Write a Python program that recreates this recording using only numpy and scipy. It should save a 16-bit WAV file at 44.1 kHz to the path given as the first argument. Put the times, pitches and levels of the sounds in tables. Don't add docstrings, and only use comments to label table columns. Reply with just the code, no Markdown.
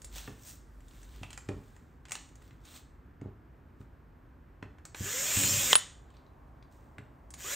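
import sys
import numpy as np
from scipy import signal
from scipy.fft import rfft, irfft, next_fast_len
from scipy.io import wavfile
from scipy.ndimage import uniform_filter1d

SR = 44100
rng = np.random.default_rng(int(sys.argv[2]) if len(sys.argv) > 2 else 0)


def materialize(psi):
    bounded = np.clip(np.atleast_2d(psi).T, -1, 1)
    quanta = np.round(bounded * 32767).astype(np.int16)
    wavfile.write(sys.argv[1], SR, quanta)


def volts(x):
    e = np.asarray(x, float) / 20
    return 10 ** e


N = 332955
T = np.arange(N) / SR


def evened(x):
    return x / np.sqrt(np.mean(x ** 2) + 1e-20)


def read(points, hz):
    f, value = np.transpose(points)
    return np.interp(np.log(hz + 1), np.log(f + 1), value)


def colour(x, points):
    size = next_fast_len(x.shape[-1] + 4096)
    gain = volts(read(points, np.fft.rfftfreq(size, 1 / SR)))
    return irfft(rfft(x, size) * gain, size)[..., :x.shape[-1]]


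def add(mix, s, sound):
    part = mix[round(s * SR):][:len(sound)]
    part += sound[:len(part)]


def unpack(rows):
    s, *columns = np.transpose(rows)
    t = np.arange(s[0], s[-1], 1 / SR)
    fade = np.clip(np.minimum(t - s[0], s[-1] - t) / 0.009, 0, 1)
    return s[0], fade, [np.interp(t, s, c) for c in columns]


def stretch(s, seconds):
    _, fade, (u,) = unpack([(s, 0), (s + seconds, 1)])
    return fade, u


def wander(n, width):
    return evened(uniform_filter1d(uniform_filter1d(rng.standard_normal(n), width), width))


def ring(x, hz, t60):
    t = np.arange(int(t60 * SR) + 8) / SR
    return signal.oaconvolve(x, np.sin(2 * np.pi * hz * t) * volts(-60 * t / t60))[:len(x)]


def contact(n, seconds):
    u = np.arange(n) / SR / max(seconds, .0002)
    return u * np.exp(1 - u)


# (frequency [Hz], level [dB])
AIR = [(15, -49), (25, -6), (59, 1.5), (102, -7), (137, -7.5), (206, -16.5), (249, -11.5), (624, -28.5),
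       (1610, -30), (3720, -50.5), (10700, -68), (14400, -46.5), (16000, -72.5)]
AIR_DB = -54.5
# (time [s], level [dB])
RUMBLE = [(0.0, -49), (0.4, -60.5), (0.95, -51.5), (1.6, -54), (1.9, -67.5), (7.55, -68)]
# (time [s], level [dB])
DRONE = [(0, -79), (5.6, -75), (6.2, -68.5), (7.55, -68)]
# (frequency [Hz], level [dB])
DRONE_BAND = [(300, -29.5), (550, -2.5), (800, -3.5), (1100, -4.5), (2000, -38)]
# (frequency [Hz], level [dB])
SUPPLY_WHINE = (14040, -95)


def room_tone():
    hush = volts(AIR_DB + 0.27 * wander(N, 3000)) * evened(colour(rng.standard_normal(N), AIR))
    low_band = [(30, -25.5), (48, 12), (70, -3.5), (130, -16.5), (300, -44.5)]
    low = evened(colour(rng.standard_normal(N), low_band))
    rumble = volts(np.interp(T, *np.transpose(RUMBLE))) * low
    drone = volts(np.interp(T, *np.transpose(DRONE))) * evened(colour(rng.standard_normal(N), DRONE_BAND))
    hz, db = SUPPLY_WHINE
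    whine = volts(db + 3 * wander(N, 300)) * np.sin(2 * np.pi * hz * T)
    return hush + rumble + drone + whine


# (frequency [Hz], t60 [s])
ROOM = [(250, 0.4), (1000, 0.41), (4000, 0.43), (8000, 0.42), (14000, 0.21)]


def reverb(x, count):
    taps = np.zeros((count, SR // 2))
    taps[:, 150:] = rng.choice([-1., 0, 0, 0, 0, 0, 0, 1.], (count, SR // 2 - 150))
    hz, t, z = signal.stft(taps, SR, nperseg=256)
    decay = volts(-60 * t / read(ROOM, hz)[:, None])
    tail = signal.istft(z * decay, SR, nperseg=256)[1]
    return signal.fftconvolve(x[None], tail / np.linalg.norm(tail[0]), axes=1)[:, :N]


JOLT_S, CHUCK_TURN_S, JOLT_CONTACT_S = 5.373, .069, 0.0055
JOLT_DB, JOLT_STEP_DB = -19.5, -4.5


def jolts(count):
    return [(JOLT_S + k * CHUCK_TURN_S, JOLT_DB + k * JOLT_STEP_DB, JOLT_CONTACT_S) for k in range(count)]


# (time [s], peak [dB], contact [s])
THUMPS = [(0.281, -32, 0.00067), (1.215, -32, 0.004), (1.491, -22.5, 0.00085), (1.512, -39, 0.0015),
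          (1.552, -35, 0.0031), (1.566, -33.5, 0.0018), (2.53, -38, 0.01), (3.219, -29.5, 0.0013),
          (3.259, -30.5, 0.0012), (3.806, -36, 0.0028), (4.628, -30, 0.0022), (5.008, -22.5, 0.0065),
          (6.99, -33, 0.004)]
# (frequency [Hz], level [dB], t60 [s])
BENCH = [(80, -9.5, 0.13), (102.8, 0, 0.19), (131, -2, 0.19), (149, -14.5, 0.058), (206.5, -3.5, 0.14),
         (273, -1.5, 0.11), (322, -5.5, 0.049), (378.4, 0.5, 0.051), (439, -3, .05), (597, -6, 0.035),
         (796, -8, 0.031), (1062, -8.5, .02)]
SHAKE_S, SHAKE_LENGTH_S, SHAKE_DB, SHAKE_FALL_DB = 5.37, 0.3, -38, -7.5


def bench():
    out = np.zeros(N)
    n = SR // 3
    for s, db, seconds in THUMPS + jolts(count=5):
        settle = rng.standard_normal(n) * contact(n, 0.016)
        push = contact(n, seconds / 4) + .35 * settle
        blow = sum(volts(d + 1.5 * rng.standard_normal()) * ring(push, f * rng.uniform(0.97, 1.03), t60)
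                   for f, d, t60 in BENCH)
        add(out, s, volts(db) * blow / abs(blow).max())
    fade, u = stretch(SHAKE_S, SHAKE_LENGTH_S)
    shake = colour(rng.standard_normal(len(fade)), [(110, -2.5), (250, -5), (800, -30.0)])
    shaken = evened(sum(volts(d) * ring(shake, f, t60) for f, d, t60 in BENCH))
    add(out, SHAKE_S, fade * volts(SHAKE_DB + SHAKE_FALL_DB * u) * shaken)
    return colour(out, [(40, -29), (75, -3.5), (100, 1.5)])


# (loudest at [s], rise [s], fall [s], rasp [dB], hiss over the rasp [dB])
RUBS = [(.162, .08, 0.27, -52, 5), (0.484, 0.16, 0.14, -63, 15), (.95, 0.23, 0.73, -71.5, 5),
        (1.166, .3, 0.43, -66.5, 0), (1.644, 0.25, 0.63, -77, 5.5), (2.15, 0.087, 0.26, -73, 8),
        (2.454, .3, 0.37, -74.5, 3), (2.668, .05, .2, -63, 2), (2.768, 0.17, 0.061, -57.5, 5.5),
        (3.81, 0.055, .1, -81, 6), (6.149, .2, 0.23, -73, -9), (6.72, .03, 0.4, -79.5, 8)]
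# (frequency [Hz], level [dB])
RUB = [(500, -5), (1200, -5.5), (2500, -6), (3700, -3), (5000, -10), (8300, -8.5), (11500, -15.5),
       (14000, -9), (16000, -8)]
RUB_ENDS_DB = -30


def rub(top, rise, fall, rasp_db, hiss_db):
    s, fade, (db,) = unpack([(top - rise, RUB_ENDS_DB), (top, 0), (top + fall, RUB_ENDS_DB)])
    n = len(fade)
    catches = 1 + .7 * uniform_filter1d((rng.random(n) < 40 / SR) * 60., 60)
    full = colour(rng.standard_normal(n) * volts(2.7 * wander(n, 60)) * catches, RUB)
    high = colour(full, [(3800, -21.0), (5600, 0.0)])
    return s, fade * volts(rasp_db + db) * (evened(full - high) + volts(hiss_db) * evened(high))


# (from [s], to [s])
FIDGET = [(.78, 1.2), (2.25, 2.6), (6.1, 6.3)]
FIDGET_DB, FIDGET_SPREAD_DB = -61, 3


def fidget(count):
    return [(a + (b - a) * u, FIDGET_DB + FIDGET_SPREAD_DB * (2 * v - 1), 1500 + 2000 * w, 5 - 15 * x)
            for a, b in FIDGET for u, v, w, x in rng.random((count, 4))]


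# (time [s], peak of the low ring [dB], low ring [Hz], high ring over low [dB])
TICKS = [(0.018, -61, 3630, 18.5), (0.0449, -52.5, 3630, 15.5), (0.2763, -36, 1440, -14),
         (0.805, -57.5, 2500, -1.5), (0.8827, -56.5, 3500, 1), (0.9103, -53.5, 2680, -7),
         (1.0304, -53.5, 1640, 5), (1.232, -33.5, 2130, -10.5), (1.3047, -42, 2620, -2),
         (1.3298, -42.5, 2600, 2.5), (1.376, -37.5, 1930, 2), (1.4877, -37.5, 1850, -7.5),
         (1.7641, -51.5, 1900, -3.5), (2.0534, -45, 2580, -4.5), (2.0839, -49, 1920, -3),
         (2.0945, -46, 2960, -1), (2.1086, -37, 1570, -2), (2.119, -28.5, 2020, 3),
         (2.1533, -31, 3170, -2.5), (2.355, -64.5, 1510, 12), (2.4196, -55, 2020, -6),
         (2.5082, -50, 1980, -19), (2.6517, -54, 2500, 4.5), (2.761, -53, 4400, 4),
         (3.213, -47.5, 1766, -12.5), (3.813, -52, 1540, -18), (4.626, -37.5, 1630, -21),
         (4.784, -51.5, 1520, -16), (4.8525, -42, 1750, 4), (4.946, -34.5, 2130, -8),
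         (5.367, -25.5, 2506, -2), (5.4345, -26.5, 2439, 3), (6.1676, -55, 3860, -20),
         (6.2641, -63, 3830, -24), (6.6258, -53.5, 3740, -27), (6.9825, -36.5, 1628, -15.5),
         (7.3051, -55.5, 1602, 14), (7.339, -42, 2278, 4.5)]
# (frequency [Hz], level [dB])
HIGH_RING = [(5500, -11), (6400, -4), (7300, 11.5), (8400, 5.5), (12500, -14), (14500, -8)]


def tick(db, hz, high_db):
    t = np.arange(int(.09 * SR)) / SR
    force = contact(len(t), 0.00091) + 0.516 * volts(-60 * t / 0.074)
    rattle = rng.standard_normal((2, len(t))) * force
    spread = [(.6, .25), (.8, .5), (1, 1), (1.2, .6), (1.5, .2)]
    low = sum(g * ring(rattle[0], hz * r * rng.uniform(.94, 1.06), .005) for r, g in spread)
    high = sum(volts(d) * ring(rattle[1], f * rng.uniform(.94, 1.06), .0025) for f, d in HIGH_RING)
    return volts(db) * (low / abs(low).max() + volts(high_db) * high / abs(high).max())


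# (start [s], length [s], from [Hz], to [Hz], level [dB])
GROWL = [(5.05, .28, 350, 660, -51), (7.44, .11, 330, 590, -50)]
# (multiple, level [dB])
GROWL_ORDERS = [(1, -1.5), (2, -12.5), (3, -4.5), (4, -5.5), (5, -9.5), (7, -5), (9, -12)]
GROWL_BEND = .75


def growl(s, seconds, from_hz, to_hz, db):
    fade, u = stretch(s, seconds)
    n = len(u)
    hz = from_hz + (to_hz - from_hz) * u ** GROWL_BEND
    turns = np.cumsum(hz * (1 + .015 * wander(n, 200))) / SR
    tones = sum(volts(d + 4 * wander(n, 700)) * np.sin(2 * np.pi * k * turns) for k, d in GROWL_ORDERS)
    return s, fade * volts(db) * tones


# (time [s], whirr [dB], mean motor shaft rate [Hz])
SPIN = [
    [(4.95, -55.5, 160.6), (5.054, -41.5, 204.9), (5.13, -38, 220.4), (5.29, -35, 252.8),
     (5.388, -31.5, 278.2), (5.596, -32.5, 281.5), (5.706, -33, 250), (5.74, -27.5, 187.5)],
    [(7.37, -64, 151.9), (7.4, -51, 171.9), (7.468, -43.5, 211), (7.55, -37.5, 228.4)],
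]
# (frequency [Hz], gain [dB])
HOUSING = [(250, -17), (600, -17), (750, -21), (1250, -17.5), (2560, -15), (3300, -14.5), (4460, -20.5),
           (5660, -13), (6260, -13.5), (6940, -5.5), (8310, -12), (9000, -15.5), (11500, -18.5),
           (13000, -13), (14600, -10), (16000, -19.5)]
# (frequency [Hz], gain [dB]); STRAIN_DB is relative to the whirr
STRAIN = [(800, -24), (1300, -7.5), (1650, 0), (2050, -0.5), (2600, -20)]
STRAIN_DB = -8
# (multiple of the shaft, level [dB])
UNBALANCE = [(1, -52.5), (2, -52), (3, -58)]
TEETH = range(10, 36)
PINION_TEETH, FULL_SPEED_HZ = 9, 281.7
WHINE_DB = -46
BRAKE_SQUEAL_DB = -36


def motor(rows):
    s, fade, (whirr_db, shaft_hz) = unpack(rows)
    n = len(fade)
    turns = np.cumsum(shaft_hz * (1 + .003 * wander(n, 200))) / SR
    speed = shaft_hz / FULL_SPEED_HZ
    throb = (1 + 0.43 * np.cos(2 * np.pi * turns)) * (1 + 0.12 * np.cos(2 * np.pi * 0.34 * turns))
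    brush = rng.standard_normal(n) * throb * volts(0.25 * wander(n, 60))
    hiss = evened(colour(brush, HOUSING))
    orders = sum(volts(5.8 * wander(n, 1500)) * np.cos(2 * np.pi * (k * turns + rng.random())) for k in TEETH)
    whirr = hiss + .55 * evened(colour(orders, HOUSING)) * speed ** 0.53
    groan = evened(colour(rng.standard_normal(n) * throb, STRAIN))
    groan = groan * volts(STRAIN_DB + 3 * wander(n, 500)) * np.clip(3 * (1 - speed), 0, 1)
    braking = np.clip(-np.gradient(shaft_hz) * SR / 1500, 0, 1) ** 2
    whine_gain = speed ** 6 * volts(WHINE_DB + 2.5 * wander(n, 500)) + braking * volts(BRAKE_SQUEAL_DB)
    whine = whine_gain * np.sin(2 * np.pi * PINION_TEETH * turns)
    low = sum(volts(db + 3 * wander(n, 800)) * np.sin(2 * np.pi * k * turns) for k, db in UNBALANCE)
    return s, fade * (volts(whirr_db) * (whirr + groan) + whine + speed ** 8 * low)


# (time [s], peak [dB], lift of the modes above 6 kHz [dB], contact [s])
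BRAKE = [(5.7300, -1.5, -7.5, 0.0013), (5.7340, -15, -9, 0.0008), (5.7365, -24, -6.5, 0.0016),
         (5.7545, 0, 0.5, 0.00032), (5.757, -15.5, -3.5, 0.00062), (5.761, -19, -8.5, .001)]
# (frequency [Hz], level [dB], t60 [s])
GEARBOX = [(508.4, -24, 0.01), (1130, -9.5, 0.0054), (1782, -14, .006), (2903, -12, .004),
           (3290, 1, 0.0039), (4017, -1.5, 0.0031), (5200, -10.5, 0.0034), (7420, -11, .004),
           (8870, 5.5, 0.0028), (13200, -17.5, .003)]


def clack(db, high_db, seconds):
    t = np.arange(2000) / SR
    rings = [volts(d + high_db * (f > 6000) - 60 * t / t60)
             * np.sin(2 * np.pi * (f * rng.uniform(0.92, 1.03) * t + rng.random()))
             for f, d, t60 in GEARBOX]
    blow = sum(rings) * np.minimum(t / max(seconds, .0002), 1) ** 2
    return volts(db) * blow / abs(blow).max()


# (frequency [Hz], gain of the side signal [dB])
SIDE_DB = [(60, -23), (150, -12), (300, -12), (640, -3.5), (1200, -2.5), (2500, -15), (4500, -13.5),
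           (7500, -32.5), (9000, 17.5), (13000, 0)]


def scene():
    near, brake = bench(), np.zeros(N)
    for s, *row in TICKS + fidget(count=2):
        add(near, s, tick(*row))
    for row in RUBS:
        add(near, *rub(*row))
    for row in GROWL:
        add(near, *growl(*row))
    for rows in SPIN:
        add(near, *motor(rows))
    for s, *row in BRAKE:
        add(brake, s, clack(*row))
    reverb_send = near + .25 * brake
    mid = near + brake + volts(-7) * reverb(reverb_send, count=1)[0] + room_tone()
    scatter = rng.standard_normal(4000) * volts(-60 * np.arange(4000) / (.08 * SR))
    scattered = signal.oaconvolve(near + brake, scatter / np.linalg.norm(scatter))[:N]
    side = colour(0.51 * scattered + room_tone(), SIDE_DB) - 0.032 * mid
    return np.array([mid + side, mid - side])


def band_limit(x):
    return signal.sosfilt(signal.butter(12, 16460, fs=SR, output="sos"), x)


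# (frequency [Hz], gain [dB])
MIC = [(20, -20.5), (45, -1.5), (8800, 2.5), (9500, -18), (10900, -42.5), (11400, -2), (15700, -2.5),
       (16300, -65)]


def record(dry):
    heard = colour(dry, MIC)
    mix = 1.105 * np.tanh(heard / 1.057)
    return band_limit(mix)


dry = scene()
out = record(dry)
materialize(out)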